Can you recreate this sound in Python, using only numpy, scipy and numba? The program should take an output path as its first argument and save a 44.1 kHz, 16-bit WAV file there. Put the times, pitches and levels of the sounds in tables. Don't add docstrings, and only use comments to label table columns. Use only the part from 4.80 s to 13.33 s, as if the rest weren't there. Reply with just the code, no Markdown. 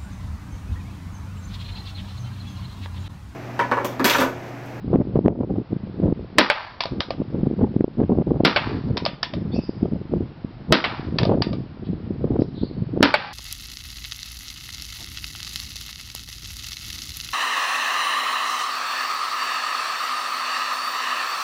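import sys
import numpy as np
from scipy import signal
from scipy.fft import rfft, irfft, next_fast_len
from scipy.io import wavfile
from numba import njit

SR = 44100
rng = np.random.default_rng(int(sys.argv[2]) if len(sys.argv) > 2 else 0)


def int16_out(signal):
    q = np.round(np.clip(np.atleast_2d(signal).T, -1, 1) * 32767)
    wavfile.write(sys.argv[1], SR, q.astype(np.int16))


N = 376173
T = np.arange(N) / SR
AGE = T[:SR * 3 // 4]


def undb(db):
    return 10 ** (np.asarray(db) / 20)


def unit(x):
    return x / np.sqrt(np.mean(x ** 2))


def at_hz(table, hz, column=1):
    table = np.array(table, float)
    return np.interp(np.log(hz + 1e-9), np.log(table[:, 0]), table[:, column])


def colour(x, spectrum):
    size = next_fast_len(len(x) + 4096)
    hz = np.linspace(0, SR / 2, 2049)
    cepstrum = irfft(np.log(undb(at_hz(spectrum, hz))))
    fold = 1 + np.sign(np.fft.fftfreq(len(cepstrum)))
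    impulse = irfft(np.exp(rfft(cepstrum * fold)))
    return irfft(rfft(x, size) * rfft(impulse, size), size)[:len(x)]


def bands(x, count=17):
    size = next_fast_len(len(x))
    octave, spectrum = np.log2(np.fft.rfftfreq(size, 1 / SR) + 1e-9), rfft(x, size)
    for hz in 25 * 2 ** (np.arange(count) / 2):
        triangle = np.maximum(1 - 2 * abs(octave - np.log2(hz)), 0)
        yield hz, irfft(spectrum * triangle, size)[:len(x)]


def wander(rate_hz):
    points = rng.standard_normal(N // 10)
    return unit(np.interp(T * rate_hz, np.arange(len(points)), points))


def add(out, time_s, x):
    i = max(int(time_s * SR), 0)
    out[i:i + len(x)] += x[:max(len(out) - i, 0)]


def fade(t60_s):
    return np.exp(-np.log(1000) * AGE / t60_s)


def burst(spectrum, t60_s):
    noise = colour(rng.standard_normal(len(AGE)) * fade(t60_s), spectrum)
    return noise * np.sqrt(np.sum(fade(t60_s) ** 2) / np.sum(noise ** 2))


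def front(spectrum):
    pulse = colour(1. * (AGE == 0), spectrum)
    return pulse / np.max(abs(pulse))


def ring(modes, detune=0.01):
    out = 0
    for hz, db, t60_s in modes:
        jitter_db, polarity, offset = rng.standard_normal(3)
        tone = np.sin(2 * np.pi * hz * (1 + detune * offset) * AGE)
        out += undb(db + jitter_db) * np.sign(polarity) * fade(t60_s) * tone
    return out


# (frequency [Hz], relative level [dB])
TOWN_SPECTRUM = [(25, -5), (100, -2), (200, -5.5), (400, -8), (750, -8.5), (1300, -14), (2200, -19.5),
                 (4000, -23.5), (5100, -25), (5700, -27.5)]
def town(level_db=-47):
    gain = undb(level_db + .5 * wander(0.27) + 0.13 * wander(13))
    return gain * unit(colour(rng.standard_normal(N), TOWN_SPECTRUM))


# (time [s], length [s], start [Hz], end [Hz], level [dB], rasp deviation [Hz])
CHIRPS = [(4.713, 0.075, 4370, 4820, -42.5, 129), (4.713, 0.037, 3500, 3670, -44.5, 108),
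          (4.728, 0.085, 2566, 2600, -45, 129), (4.732, 0.065, 5200, 5820, -40.5, 353),
          (4.813, .06, 5000, 4900, -42.5, 130.4), (7.038, 0.042, 3400, 3810, -50.5, 900),
          (7.594, .05, 4260, 4910, -44, 780), (7.735, 0.12, 3750, 3970, -46, 400),
          (7.789, 0.12, 4420, 4300, -46.5, 201)]
def chirps():
    out = np.zeros(N)
    for time_s, length_s, start_hz, end_hz, db, rasp_hz in CHIRPS:
        n = int(length_s * SR)
        hz = np.linspace(start_hz, end_hz, n) + rasp_hz * wander(900)[:n]
        add(out, time_s, undb(db) * np.sqrt(np.hanning(n)) * np.sin(2 * np.pi * np.cumsum(hz) / SR))
    return out


# (time [s], level [dB])
BREEZE = [(0, -48), (.06, -24), (.7, -26.5), (.87, -46.5), (1.15, -30), (1.45, -34.5), (1.75, -66),
          (2.05, -59), (2.32, -35), (2.88, -30), (3.11, -40), (3.26, -27), (3.8, -37), (4.25, -28.5),
          (4.4, -46), (4.68, -39.5), (5.46, -32), (5.55, -48), (6.3, -28), (6.76, -25), (6.9, -39.5),
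          (7.3, -31.5), (8.25, -34), (8.45, -48)]
# (time [s], hold [s], level [dB]); all are gusts except the one at 1.574 s, the first shot's
SWELLS = [(0.122, 0.092, -16), (0.347, 0.05, -19), (0.463, 0.064, -9.5), (.595, 0.052, -21),
          (0.696, 0.13, -25), (0.916, 0.056, -24), (1.234, 0.092, -15.5), (1.574, 0.028, -18.5),
          (2.118, 0.081, -26), (2.397, 0.027, -23), (2.527, .21, -25), (2.798, 0.075, -21.5),
          (2.956, 0.065, -21.5), (3.185, 0.056, -18), (3.302, .12, -18.5), (3.476, 0.14, -19.5),
          (3.865, 0.12, -24), (4.06, 0.098, -29.5), (4.534, 0.17, -30.5), (4.738, 0.055, -21.5),
          (5.036, 0.05, -26.5), (5.123, 0.038, -23), (5.313, .11, -25.5), (5.902, 0.032, -14),
          (6.416, 0.052, -18), (6.483, 0.054, -11.5), (6.549, 0.069, -20), (7.027, 0.12, -36),
          (7.413, 0.15, -23.5), (7.598, 0.029, -17), (7.834, 0.014, -22), (8.138, 0.12, -23.5)]
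def airflow(attack_s=0.026, release_s=0.013):
    flow = undb(np.interp(T, *np.transpose(BREEZE)))
    for time_s, hold_s, db in SWELLS:
        shape = np.interp(AGE, np.cumsum([0, attack_s, hold_s, release_s]), [0, 1, 1, 0])
        add(flow, time_s - attack_s, undb(db) * shape ** 2)
    return flow


# (frequency [Hz], relative level [dB])
WIND_SPECTRUM = [(20, -21.5), (50, -7), (110, 2.5), (200, 3), (320, -3), (500, -10), (750, -20.5),
                 (1100, -33), (1800, -50), (4000, -62)]
def wind(flow, gain_db=-3, brighten=0.58, flutter_db=4, flicker_db=1.8, patchy_db=5,
         breeze_db=-20, ceiling_db=-11, puff_db_per_oct=4):
    flutter = unit(undb(flutter_db * np.tanh(wander(110) / 2) * 2))
    patches = undb(patchy_db * np.tanh(wander(38)) / (1 + flow / undb(breeze_db)))
    gust = flow * flutter * patches
    gust_db = ceiling_db + 20 * np.log10(np.tanh(gust / undb(ceiling_db)))
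    tilt_db_per_oct = brighten * (gust_db - breeze_db) + puff_db_per_oct * np.tanh(wander(140))
    turbulence = unit(colour(rng.standard_normal(N), WIND_SPECTRUM))
    out = 0
    for hz, band in bands(turbulence, count=15):
        octaves = np.clip(np.log2(hz / 230), -.5, 1.8)
        out += band * undb(gust_db + tilt_db_per_oct * octaves + flicker_db * wander(25))
    return undb(gain_db) * out


def small_eddies(flow, count=260, over_db=8, scatter_db=3, max_db=-7,
                 centre_hz=260, ref_db=-22, oct_per_db=-0.0042, scatter_oct=.22):
    times_s = (np.arange(count) + rng.random(count)) * T[-1] / count
    flow_db = 20 * np.log10(np.interp(times_s, T, flow))
    strength, pitch = np.clip(rng.standard_normal((count, 2)), -2, 2).T
    db = np.minimum(flow_db + over_db + scatter_db * strength, max_db)
    hz = centre_hz * 2 ** (oct_per_db * (flow_db - ref_db) + scatter_oct * pitch)
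    return list(zip(times_s, db, hz))


# (time [s], level [dB], centre [Hz])
HARD_EDDIES = [(.132, -5.5, 380), (.158, 0, 360), (.358, -3, 390), (.391, -1, 338), (.461, 4, 280),
               (.482, 7.5, 480), (.61, -5, 180), (.723, -8, 190), (.785, -7.5, 250), (.931, -7.5, 250),
               (1.201, -9.5, 270), (1.258, -10, 294), (2.403, -11.5, 250), (2.634, -7, 232),
               (2.713, -8, 270), (2.832, -5, 197), (2.966, -4.5, 200), (3.009, 0.5, 290), (3.044, 0.5, 320),
               (3.081, -11, 320), (3.217, -1, 284), (3.296, -5, 343), (3.387, -1.5, 337), (3.518, -3, 304),
               (3.607, -5.5, 308), (3.637, -2.5, 290), (4.79, -8.5, 222), (4.894, -10, 270),
               (5.031, -5.5, 225), (5.135, -12, 220), (5.338, -6, 374), (5.408, -8, 257), (5.648, -14, 209),
               (6.495, -1.5, 398), (6.607, -6.5, 270), (7.133, -13.5, 260), (7.308, -10.5, 230),
               (7.444, -6.5, 327), (7.506, -12.5, 293), (7.596, -6, 250), (7.621, -1.5, 318),
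               (7.835, -6, 230), (8.023, -11, 167), (8.208, -0.5, 294)]
def buffets(flow, width_cycles=0.57, snap_db=-21, snap_growth=0.19, crackle_db=-46):
    out, t = np.zeros(N), AGE[:SR // 20] - 1 / 40
    for time_s, db, hz in small_eddies(flow) + HARD_EDDIES:
        phase = rng.random()
        swing = np.cos(2 * np.pi * (hz * t + phase)) / np.cosh(2 * hz * t / width_cycles)
        snap = np.cos(2 * np.pi * (2.5 * hz * t + phase)) / np.cosh(7 * hz * t)
        crackle = undb(crackle_db + db) * swing ** 2 * rng.standard_normal(len(t))
        add(out, time_s + t[0], undb(db) * (swing + undb(snap_db + snap_growth * db) * snap + crackle))
    return out


# (frequency [Hz], early level [dB], late level [dB], late t60 [s])
YARD_REVERB = [(60, -17.5, -26, .5), (250, 7.5, -16.5, 0.24), (500, 2.5, -13.5, 0.36),
               (1000, 8.5, -10, 0.81), (2000, 2.5, -16.5, 0.54), (3500, 4.5, -17, 0.51),
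               (5500, 1.5, -19, 0.96)]
def yard(send, early_t60_s, gap_s=0.0055, build_s=0.0055, lumpy_db=3):
    reflections = rng.standard_normal(len(AGE)) * unit(undb(lumpy_db * wander(1500)[:len(AGE)]))
    tail = 0
    for hz, band in bands(reflections):
        early_db, late_db, late_t60_s = (at_hz(YARD_REVERB, hz, column) for column in (1, 2, 3))
        tail += band * (undb(early_db) * fade(early_t60_s) + undb(late_db) * fade(late_t60_s))
    onset = np.clip((AGE - gap_s) / build_s, 0, 1)
    impulse = tail * onset / np.sqrt(np.sum(fade(early_t60_s) ** 2))
    return signal.fftconvolve(send, impulse)[:N]


# (frequency [Hz], relative level [dB])
TICK_SPECTRUM = [(100, -19), (500, -5.5), (1000, 2), (1500, -1.5), (2400, 2), (3600, 2.5), (5500, 0)]
# (frequency [Hz], level [dB], t60 [s])
BODY_MODES = [(709, 4, 0.025), (957, 0.5, .04), (1177, 1, 0.026), (1793, 1, 0.024), (2293, -7, 0.039),
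              (2680, -21.5, 0.026), (3200, -18, .018), (3710, 9.5, 0.011)]
GRIP_MODES = [(553, 4, 0.04), (655, 4, 0.039), (1210, -7, .05)]
BOLT_MODES = [(4510, 2.6, 0.01), (4900, 0.51, 0.018)]
# (time [s], level [dB], grip trim [dB], bolt trim [dB])
CLACKS = [(2.0063, 1.5, -40, 1.5), (2.0366, -8.5, -18, 8), (2.056, -9.5, 5, 5.5), (2.2053, 0, -6, 0.5),
          (2.3062, -9.5, 10, -1.5), (4.1708, -2.5, -14, -26), (4.1771, -8, -2, 8.5),
          (4.2520, -8, -24, 15.5), (4.2620, 0, 4, -12), (4.4305, 1, -33, 6.5), (4.537, -13, 7, -15),
          (6.3862, 2, -7, 5.5), (6.4322, -5.5, -6, 9), (6.4520, -9, 13, 7.5), (6.6210, 1, -25, 9.5),
          (6.7305, -16.5, 10.5, -6)]
def pump(tick_db=-10, rattle_db=-20, body_db=-25, grip_db=-23, bolt_db=-21,
         scrape_lead_s=0.001623, scrape_db=-21, send_db=-4):
    out, send = np.zeros((2, N))
    pulse = front(TICK_SPECTRUM)
    for time_s, db, grip_trim_db, bolt_trim_db in CLACKS:
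        tick = undb(tick_db) * burst(TICK_SPECTRUM, t60_s=0.012)
        rattle = undb(rattle_db) * burst(TICK_SPECTRUM, t60_s=0.096)
        body = undb(body_db) * ring(BODY_MODES)
        grip = undb(grip_db + grip_trim_db) * ring(GRIP_MODES)
        bolt = undb(bolt_db + bolt_trim_db) * ring(BOLT_MODES, detune=0.041)
        add(out, time_s - scrape_lead_s, undb(db + scrape_db) * burst(TICK_SPECTRUM, t60_s=0.045))
        add(out, time_s, undb(db) * (tick + rattle + body + grip + bolt))
        add(send, time_s, undb(db + send_db) * pulse)
    return out, send


# (frequency [Hz], relative level [dB])
SPLAT_SPECTRUM = [(100, -16), (350, -13.5), (650, -2), (1200, -6), (2200, -1.5), (3600, -6), (5500, -17)]
# (frequency [Hz], level [dB], t60 [s])
TARGET_MODES = [(596, 3, 0.052), (850, 0, 0.079), (1538, 4.5, 0.041), (2263, 6.5, 0.04), (2210, -36, .035),
                (3100, -15, .05), (4570, -1, 0.031)]
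# (time [s], splat trim [dB], target trim [dB])
HITS = [(1.7, -1.5, -2.5), (3.7616, -1, -4.5), (6.0403, -2.5, -34.5), (8.3407, 0.5, 3)]
def ball_hits(splat_db=-10, target_db=-11, send_db=11):
    out, send = np.zeros((2, N))
    for time_s, splat_trim_db, target_trim_db in HITS:
        splat = undb(splat_db + splat_trim_db) * burst(SPLAT_SPECTRUM, t60_s=0.1)
        target = undb(target_db + target_trim_db) * ring(TARGET_MODES)
        add(out, time_s, splat + target)
        add(send, time_s, undb(send_db + splat_trim_db) * front(SPLAT_SPECTRUM))
    return out, send


# (frequency [Hz], relative level [dB])
BLAST_SPECTRUM = [(40, -17.5), (120, -2.5), (260, 13), (420, 6.5), (700, 2.5), (1500, 5), (2400, 1),
                  (4000, 0), (5500, -2)]
# (frequency [Hz], level [dB], t60 [s])
BARREL_MODES = [(270, -4, 0.025), (634, 5, 0.067), (943, -4.5, 0.019), (1747, -23, .03), (3160, -4, 0.051)]
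# (time [s], level [dB], barrel trim [dB])
SHOTS = [(1.584, 2.5, 1), (3.6495, 0.5, -10), (5.9242, 0.5, 5.5), (8.2275, 3.5, 2)]
def shots(sear_lead_s=.0058, sear_db=-29, front_db=15, blast_db=-1, vent_db=-11, barrel_db=-13,
          bounce_s=0.0038, bounce_db=-4, send_db=17):
    out, send = np.zeros((2, N))
    pulse = front(BLAST_SPECTRUM)
    for time_s, db, barrel_trim_db in SHOTS:
        blast = undb(front_db) * pulse + undb(blast_db) * burst(BLAST_SPECTRUM, t60_s=0.073)
        vent = undb(vent_db) * burst(BLAST_SPECTRUM, t60_s=0.082)
        sear = undb(sear_db) * burst(TICK_SPECTRUM, t60_s=0.021)
        barrel = undb(barrel_db + barrel_trim_db) * ring(BARREL_MODES)
        paving_bounce = undb(db + bounce_db) * burst(BLAST_SPECTRUM, t60_s=0.0094)
        add(out, time_s - sear_lead_s, sear)
        add(out, time_s, undb(db) * (blast + vent + barrel))
        add(out, time_s + bounce_s, paving_bounce)
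        add(send, time_s, undb(db + send_db) * pulse)
    return out, send


def scene(wet_db=-15, chirp_wet_db=2):
    pop, pop_send = shots()
    smack, smack_send = ball_hits()
    clack, clack_send = pump()
    chirp = chirps()
    near = yard(pop_send + clack_send + undb(wet_db) * (pop + clack), early_t60_s=0.22)
    far = yard(smack_send + undb(wet_db) * smack + undb(chirp_wet_db) * chirp, early_t60_s=0.037)
    flow = airflow()
    background = town() + chirp + wind(flow) + buffets(flow)
    return (background + near + far + clack + smack + pop)[None]


@njit
def follow(x, attack_s, release_s):
    out, level = np.empty(len(x)), 0.
    for i in range(len(x)):
        tau_s = attack_s if abs(x[i]) > level else release_s
        level += (abs(x[i]) - level) / (tau_s * SR)
        out[i] = level
    return out


# (frequency [Hz], gain [dB])
MIC_RESPONSE = [(20, -1), (60, 1.5), (4800, -1), (5300, -4.5), (5800, -15.5), (6200, -31), (6600, -65.5),
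                (8000, -83)]
SIDECHAIN_RESPONSE = [(20, 8.5), (330, 4.5), (900, 4.5), (5000, -10.5)]
def record(dry, knee_db=-4, attack_s=0.0027, release_s=0.26, clip_level=.72, cutoff_hz=16300):
    mic = colour(dry[0], MIC_RESPONSE)
    load = follow(colour(mic, SIDECHAIN_RESPONSE), attack_s, release_s) / undb(knee_db)
    ducked = mic / (1 + load ** 4) ** (1 / 4)
    clipped = ducked / (1 + (ducked / clip_level) ** 20) ** (1 / 20)
    lowpass = signal.ellip(8, .2, 70, cutoff_hz, fs=SR, output="sos")
    return signal.sosfilt(lowpass, clipped)[None]


dry = scene()
out = record(dry)
int16_out(out)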